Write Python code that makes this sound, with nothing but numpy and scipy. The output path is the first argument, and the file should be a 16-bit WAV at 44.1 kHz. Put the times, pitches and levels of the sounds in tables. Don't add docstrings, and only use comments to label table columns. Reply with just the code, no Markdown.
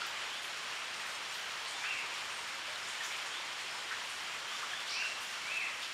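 import sys
import numpy as np
from scipy import signal
from scipy.fft import rfft, irfft, next_fast_len
from scipy.io import wavfile
from scipy.ndimage import uniform_filter1d

SR = 44100
rng = np.random.default_rng(int(sys.argv[2]) if len(sys.argv) > 2 else 0)


def pcm_store(signal):
    levels = np.round(np.clip(np.atleast_2d(signal), -1, 1) * 32767)
    wavfile.write(sys.argv[1], SR, levels.astype(np.int16).T)


def to_linear_factor(level_db):
    exponent = np.asarray(level_db, float) / 20
    return 10 ** exponent


N = 261513

# time_s, body_db, brightness_db (top against body)
SHOWER = [
    (0.0, -44.5, -1.5),
    (0.31, -46, 0),
    (1.68, -46.5, 0),
    (1.9, -46, 0),
    (2.33, -46.5, 0),
    (2.97, -46, 0.5),
    (3.6, -46.5, 1),
    (5.73, -47, 1),
    (5.93, -48.5, 1),
]
# frequency_hz, level_db (per Hz)
RAIN_SPECTRUM = [(210, -47), (350, -11.5), (1210, -0.5), (3130, -0.5), (3720, -5), (5720, -9),
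                 (6290, -13.5), (7030, -11), (13300, -31), (15500, -37)]
# frequency_hz, level_db (per Hz)
RUMBLE_SPECTRUM = [(15, -45), (25, -23), (45, -15), (68, -4), (82, -6.5), (125, -3), (200, -2.5), (300, -2),
                   (420, -8), (600, -16), (990, -90)]
# start_s, length_s, level_db
SLURS = [(.002, .06, -52), (.2, .07, -55), (.3, .1, -53), (1.695, .08, -53), (2.99, .065, -54),
         (3.3, .09, -52), (4.475, .09, -51), (4.705, .095, -51), (5.5, .055, -61)]
# start_s, length_s, from_hz, to_hz, level_db
NOTES = [
    (1.82, .06, 3350, 3650, -56),
    (3.697, .04, 5270, 5230, -53.5),
    (3.655, .015, 5050, 5050, -62),
    (4.862, .024, 3550, 3510, -53),
]
# start_s, centre_hz, width_octaves, strength_db
NEAR_DRIPS = [(.068, 14200, .3, -61), (1.112, 15000, .15, -81), (2.758, 3700, .11, -62),
              (4.325, 14300, .25, -81), (4.42, 14500, .2, -83), (4.548, 1200, .16, -65),
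              (4.733, 1700, .14, -61), (5.596, 12600, .2, -74)]
# start_s, centre_hz, width_octaves, strength_db
MID_DRIPS = [(.018, 1440, .27, -41), (.621, 10000, 1.1, -56), (.764, 2700, .5, -43.5),
             (1.062, 11500, .7, -55), (1.84, 1630, .51, -38), (2.681, 600, .33, -58), (2.83, 5200, .1, -52),
             (2.875, 8400, .76, -47), (3.037, 6500, .46, -43), (3.037, 9900, .2, -59),
             (3.751, 895, .3, -54), (3.862, 12000, .7, -64), (3.912, 1560, .49, -35),
             (4.09, 10000, .55, -52), (4.561, 6000, .4, -56), (4.964, 3000, .12, -46),
             (5.001, 13500, .3, -67), (5.023, 1595, .17, -44.5), (5.292, 11500, .6, -61),
             (5.822, 4300, .98, -40.5), (.347, 11000, .8, -62), (.424, 11500, .35, -57),
             (1.772, 6500, .35, -52), (3.007, 1790, .18, -49), (3.173, 12500, .4, -64),
             (4.434, 171, .5, -68), (5.054, 7500, .51, -51), (5.207, 12000, .6, -52.5),
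             (3.035, 13500, .45, -56)]
# start_s, centre_hz, width_octaves, strength_db
FAR_DRIPS = [(.004, 4800, .45, -46), (1.033, 1710, .6, -44), (1.335, 13200, .45, -57),
             (1.336, 4500, 1.01, -44), (1.659, 4480, .3, -47), (1.676, 8900, .5, -50),
             (1.745, 746, .18, -52.5), (2.305, 10500, .9, -58), (3.101, 2400, .22, -43),
             (3.26, 7460, .6, -49), (3.595, 8500, .54, -54), (4.488, 12500, .4, -67),
             (4.62, 1250, .64, -43.5), (5.265, 6500, .5, -51), (5.814, 11000, .7, -55)]
# start_s, length_s, from_hz, to_hz, level_db
PLOPS = [
    (.016, 0.024, 1504, 1425, -42.5),
    (3.003, .024, 1795, 1816, -43),
    (3.915, .035, 1385, 1860, -48),
    (4.628, 0.024, 1100, 1505, -46),
    (4.732, .02, 1650, 1750, -47),
    (2.68, 0.056, 592, 640, -58),
]
# centre_s, low_hz, high_hz, level_db
PUFFS = [(0.576, 8270.0, 10340.0, -66.6), (0.577, 13180.0, 14380.0, -81.1),
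         (0.949, 10340.0, 11630.0, -75.4), (1.157, 5130, 6290.0, -55.2), (1.159, 10420.0, 11630.0, -75.2),
         (1.205, 12490.0, 13700.0, -81.2), (1.299, 5680.0, 6890.0, -60.6), (1.299, 9650.0, 10940.0, -73.3),
         (1.601, 5680.0, 6890.0, -60), (1.603, 9040.0, 10340.0, -68.8), (2.552, 4130.0, 5140, -56),
         (2.971, 5680.0, 6890.0, -62.6), (3.061, 13870.0, 15070.0, -77.6), (4.04, 11110.0, 13010.0, -76.3)]
# start_s, length_s, from_hz, to_hz, level_db
SEEPS = [(.95, .08, 8300, 8620, -62), (1.075, .11, 8550, 8450, -64), (2.29, .07, 8700, 8500, -61),
         (2.38, .07, 8600, 8400, -69), (3.73, .06, 8550, 8400, -65), (4.905, .03, 8500, 8500, -59),
         (5.06, .06, 8500, 8400, -64)]
# climb_start_s, crest_s, fall_s, crest_hz, level_db
WHISTLES = [
    (1.817, .056, .085, 2770, -38),
    (4.928, .078, .015, 2770, -36),
    (5.477, .052, .09, 2660, -35.5),
]
# time_s, pitch_hz, level_db
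CHIP = [
    (4.883, 3450, -46),
    (4.893, 4450, -44.5),
    (4.905, 5510, -44.5),
    (4.914, 6150, -50),
]
# centre_hz, width_hz, depth_db
HOUSING = [(5100, 104, -1.5), (7680, 240, -2.5), (10940, 390, -2), (12550, 320, -1.5), (14100, 500, -1.5)]

RUMBLE_DB, CUTOFF_HZ = -66.3, 15690
SLUR_FROM_HZ, SLUR_TO_HZ = 3040, 3640
NEAR_SNAP_DB, MID_SNAP_DB, FAR_SNAP_DB = 27, 13.6, 1.5
NEAR_TAIL_S, MID_TAIL_S, FAR_TAIL_S = .3, .53, .56
TAIL_KNEE_DB, TAIL_LOSS_S_PER_DB, SNAP_LOSS = -47, .028, .55
NOTE_WOBBLE_HZ, SEEP_WOBBLE_HZ, WHISTLE_WOBBLE_HZ = 38, 130, 24
LEAD_S, LEAD_FROM_HZ, LEAD_TO_HZ = .04, 2220, 2320
CLIMB_S, CLIMB_TO_HZ, FALL_HZ_PER_S = .044, 2640, 8800
LEAD_DB, CLIMB_DB, ARRIVE_DB, CREST_DB, FALL_DB, END_DB = -11, -5.5, -1.5, 1.6, -2.6, -7.5


def rms_one(x):
    return x / np.sqrt(np.mean(x ** 2) + 1e-20)


def at_hz(points, hz):
    point_hz, point_db = np.array(points).T
    return np.interp(np.log(hz + 1), np.log(point_hz), point_db)


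def drift(rate_hz):
    r = np.exp(-80 * np.pi * rate_hz / SR)
    chance = rng.standard_normal(N // 40 + 2002)
    slow = signal.lfilter([1], [1, -2 * r, r * r], chance)[2000:]
    return np.interp(np.arange(N) / 40, np.arange(len(slow)), rms_one(slow))


def coloured(x, spectrum):
    gain = to_linear_factor(at_hz(spectrum, np.fft.rfftfreq(len(x), 1 / SR)))
    return rms_one(irfft(rfft(x) * gain, len(x)))


def scattered(length, t60, build_s):
    t = np.arange(length) / SR
    build = 1 - np.exp(-t / max(build_s, 1e-4))
    return rng.standard_normal(length) * build * to_linear_factor(-60 * t / max(t60, .02))


def drop_sizes(count, spread_db):
    return to_linear_factor(spread_db * np.minimum(rng.exponential(1, count), 4)) * rng.choice([-1, 1], count)


def rain(patchy_db, gust_db, ticks_per_s, tick_db, spread_db):
    time_s, *levels = np.transpose(SHOWER)
    body_db, bright_db = (np.interp(np.arange(N) / SR, time_s, level) for level in levels)
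    size = next_fast_len(N)
    ticks = drop_sizes(size, spread_db) * (rng.random(size) < ticks_per_s / SR)
    leaf = np.r_[1, .05 * scattered(4096, .15, .004)]
    ticks = rms_one(signal.fftconvolve(ticks, leaf)[:size])
    treble = signal.butter(1, 6000, "high", fs=SR, output="sos")
    bright = signal.sosfilt(treble, ticks)
    wide = rfft(coloured(rng.standard_normal(size) + to_linear_factor(tick_db) * bright, RAIN_SPECTRUM))
    octave = np.log2(np.fft.rfftfreq(size, 1 / SR) / 500 + 1e-9)
    gust = drift(8.0)
    out = 0
    for k in range(11):
        share = np.clip(1 - np.abs(np.clip(2 * octave, 0, 10) - k), 0, 1)
        swell_db = k / 10 * (bright_db + gust_db * gust) + patchy_db * drift(14.0)
        out = out + to_linear_factor(swell_db) * irfft(wide * share, size)[:N]
    return to_linear_factor(body_db + 4.5) * out


def rumble():
    return to_linear_factor(RUMBLE_DB) * coloured(rng.standard_normal(next_fast_len(N)), RUMBLE_SPECTRUM)[:N]


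def patter(per_s, cycles, spread_db, level_db):
    sizes = np.clip(drop_sizes(N, spread_db), -3.3, 3.3)
    born = rng.random(N) < per_s / SR
    dealt = rng.integers(0, 14, N)
    out = 0
    for k, hz in enumerate(np.geomspace(950, 4400, 14)):
        r, w = to_linear_factor(-60 * hz / (cycles * SR)), 2 * np.pi * hz / SR
        hits = sizes * born * (dealt == k) + 1e-18
        out = out + signal.lfilter([0, np.sin(w)], [1, -2 * r * np.cos(w), r * r], hits)
    thin = signal.butter(4, 500, "high", fs=SR, output="sos")
    return to_linear_factor(level_db) * rms_one(signal.sosfilt(thin, out))


def forest(x, wet_db, t60, build_s, echo_s, echo_db):
    answer = scattered(SR, t60, build_s)
    answer = to_linear_factor(wet_db) * answer / np.sqrt(np.sum(answer ** 2))
    answer[0] = 1
    trunks = np.round((echo_s + .004 * rng.standard_normal(3) * [0, 1, 1]) * SR).astype(int)
    answer[np.maximum(trunks, 1)] += to_linear_factor(echo_db - np.array([1.2, 8, 11]))
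    return signal.fftconvolve(x, answer)[:N]


def sing(rows, overtone_db, wobble_hz):
    s, hz, level_db = np.transpose(rows)
    t = np.arange(s[0], s[-1], 1 / SR)
    smooth = lambda v: uniform_filter1d(v, size=300, mode="nearest")
    wobble = wobble_hz * rms_one(smooth(rng.standard_normal(SR // 2)))[:len(t)]
    phase = 2 * np.pi * np.cumsum(smooth(np.interp(t, s, hz)) + wobble) / SR
    tone = np.sin(phase) + to_linear_factor(overtone_db) * np.sin(2 * phase)
    ends = np.clip(np.minimum(t - s[0], s[-1] - t) / 0.004, 0, 1)
    level = to_linear_factor(smooth(np.interp(t, s, level_db)))
    out, at = np.zeros(N), round(s[0] * SR)
    out[at:at + len(t)] = np.sqrt(2) * ends * level * tone
    return out


def notes(table, wobble_hz):
    out = np.zeros(N)
    for s, length, from_hz, to_hz, db in table:
        bend = (s + .55 * length, from_hz + .7 * (to_hz - from_hz), db)
        out += sing([(s, from_hz, db), bend, (s + length, to_hz, db)], -22, wobble_hz)
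    return out


def far_callers():
    slurs = [(s, length, SLUR_FROM_HZ, SLUR_TO_HZ, db) for s, length, db in SLURS]
    calls = to_linear_factor(1.6) * notes(NOTES + slurs, NOTE_WOBBLE_HZ)
    return forest(calls, wet_db=-2.5, t60=.6, build_s=.006, echo_s=.05, echo_db=-13)


def drips(table, snap_db, tail_s):
    out, size, lead = np.zeros(N + SR), SR // 2, 64
    slope = to_linear_factor(at_hz(RAIN_SPECTRUM, np.fft.rfftfreq(size, 1 / SR)))
    for s, hz, octaves, db in table:
        edges = np.clip(hz * 2 ** (np.array([-.5, .5]) * max(octaves, .05)), 50, .45 * SR)
        band = signal.butter(2, edges, "band", fs=SR, output="sos")
        heavy_db = max(db - TAIL_KNEE_DB, 0)
        t60 = tail_s - TAIL_LOSS_S_PER_DB * heavy_db
        click = np.eye(1, size, lead)[0] + 1e-18
        both = np.array([click, np.roll(scattered(size, t60, .004), lead)])
        tick, tail = irfft(rfft(signal.sosfilt(band, both)) * slope, size)
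        snap = to_linear_factor(db + snap_db - SNAP_LOSS * heavy_db) * tick / np.abs(tick).max()
        at = round(s * SR) - lead
        out[at:at + size] += snap + to_linear_factor(db) * tail / np.sqrt(np.sum(tick ** 2))
    return out[:N]


def plops():
    return notes(PLOPS, NOTE_WOBBLE_HZ)


def puffs():
    out, size = np.zeros(N), 2048
    for s, low_hz, high_hz, db in PUFFS:
        band = signal.butter(6, [low_hz, high_hz], "band", fs=SR, output="sos")
        noise = rms_one(signal.sosfilt(band, rng.standard_normal(size)))
        at = round(s * SR) - size // 2
        out[at:at + size] += to_linear_factor(db) * noise * signal.windows.kaiser(size, 4.5)
    return out * [[1], [-1]]


def seeper():
    seeps = to_linear_factor(-1.5) * notes(SEEPS, SEEP_WOBBLE_HZ)
    return forest(seeps, wet_db=3, t60=.5, build_s=.006, echo_s=.02, echo_db=-6)


def whistle(s, crest_s, fall_s, crest_hz, db):
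    top, over = s + CLIMB_S, s + CLIMB_S + crest_s
    fallen = lambda share: (over + share * fall_s, crest_hz - FALL_HZ_PER_S * share * fall_s)
    rows = [(s - LEAD_S, LEAD_FROM_HZ, db + LEAD_DB),
            (s, LEAD_TO_HZ, db + CLIMB_DB),
            (top, CLIMB_TO_HZ, db + ARRIVE_DB),
            (top + .6 * crest_s, crest_hz, db - 1.4),
            (over, crest_hz, db + CREST_DB),
            (*fallen(.3), db + FALL_DB),
            (*fallen(.8), db + FALL_DB - 1.5),
            (*fallen(1), db + END_DB)]
    return sing(rows, -45, WHISTLE_WOBBLE_HZ)


def whistler():
    whistles = to_linear_factor(-4.6) * sum(whistle(*row) for row in WHISTLES)
    return forest(whistles, wet_db=1, t60=.92, build_s=.011, echo_s=.057, echo_db=-2.5)


def chipper():
    chip = sing(CHIP, -45, NOTE_WOBBLE_HZ)
    return forest(chip, wet_db=10, t60=.95, build_s=.011, echo_s=.022, echo_db=-3)


def scene():
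    hiss = rain(patchy_db=.7, gust_db=.74, ticks_per_s=330, tick_db=-4.8, spread_db=4.5)
    pattering = patter(per_s=120, cycles=32, spread_db=3.46, level_db=-57.5)
    drops = forest(pattering, wet_db=-1, t60=.34, build_s=.0058, echo_s=.018, echo_db=-13.5)
    leaves = (drips(NEAR_DRIPS, NEAR_SNAP_DB, NEAR_TAIL_S)
              + drips(MID_DRIPS, MID_SNAP_DB, MID_TAIL_S)
              + drips(FAR_DRIPS, FAR_SNAP_DB, FAR_TAIL_S))
    birds = far_callers() + seeper() + whistler() + chipper()
    return np.tile(hiss + rumble() + drops + leaves + plops() + birds, (2, 1))


def low_pass(x):
    return signal.sosfilt(signal.butter(12, 15690, fs=SR, output="sos"), x)


def record(dry):
    size = next_fast_len(N + 2048)
    hz = np.fft.rfftfreq(size, 1 / SR)
    colour_db = sum(db * np.exp(-.5 * ((hz - centre_hz) / width_hz) ** 2)
                    for centre_hz, width_hz, db in HOUSING)
    heard = irfft(rfft(dry, size) * to_linear_factor(colour_db) * (hz < CUTOFF_HZ), size)[:, :N]
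    return low_pass(heard + puffs())


dry = scene()
out = record(dry)
pcm_store(out)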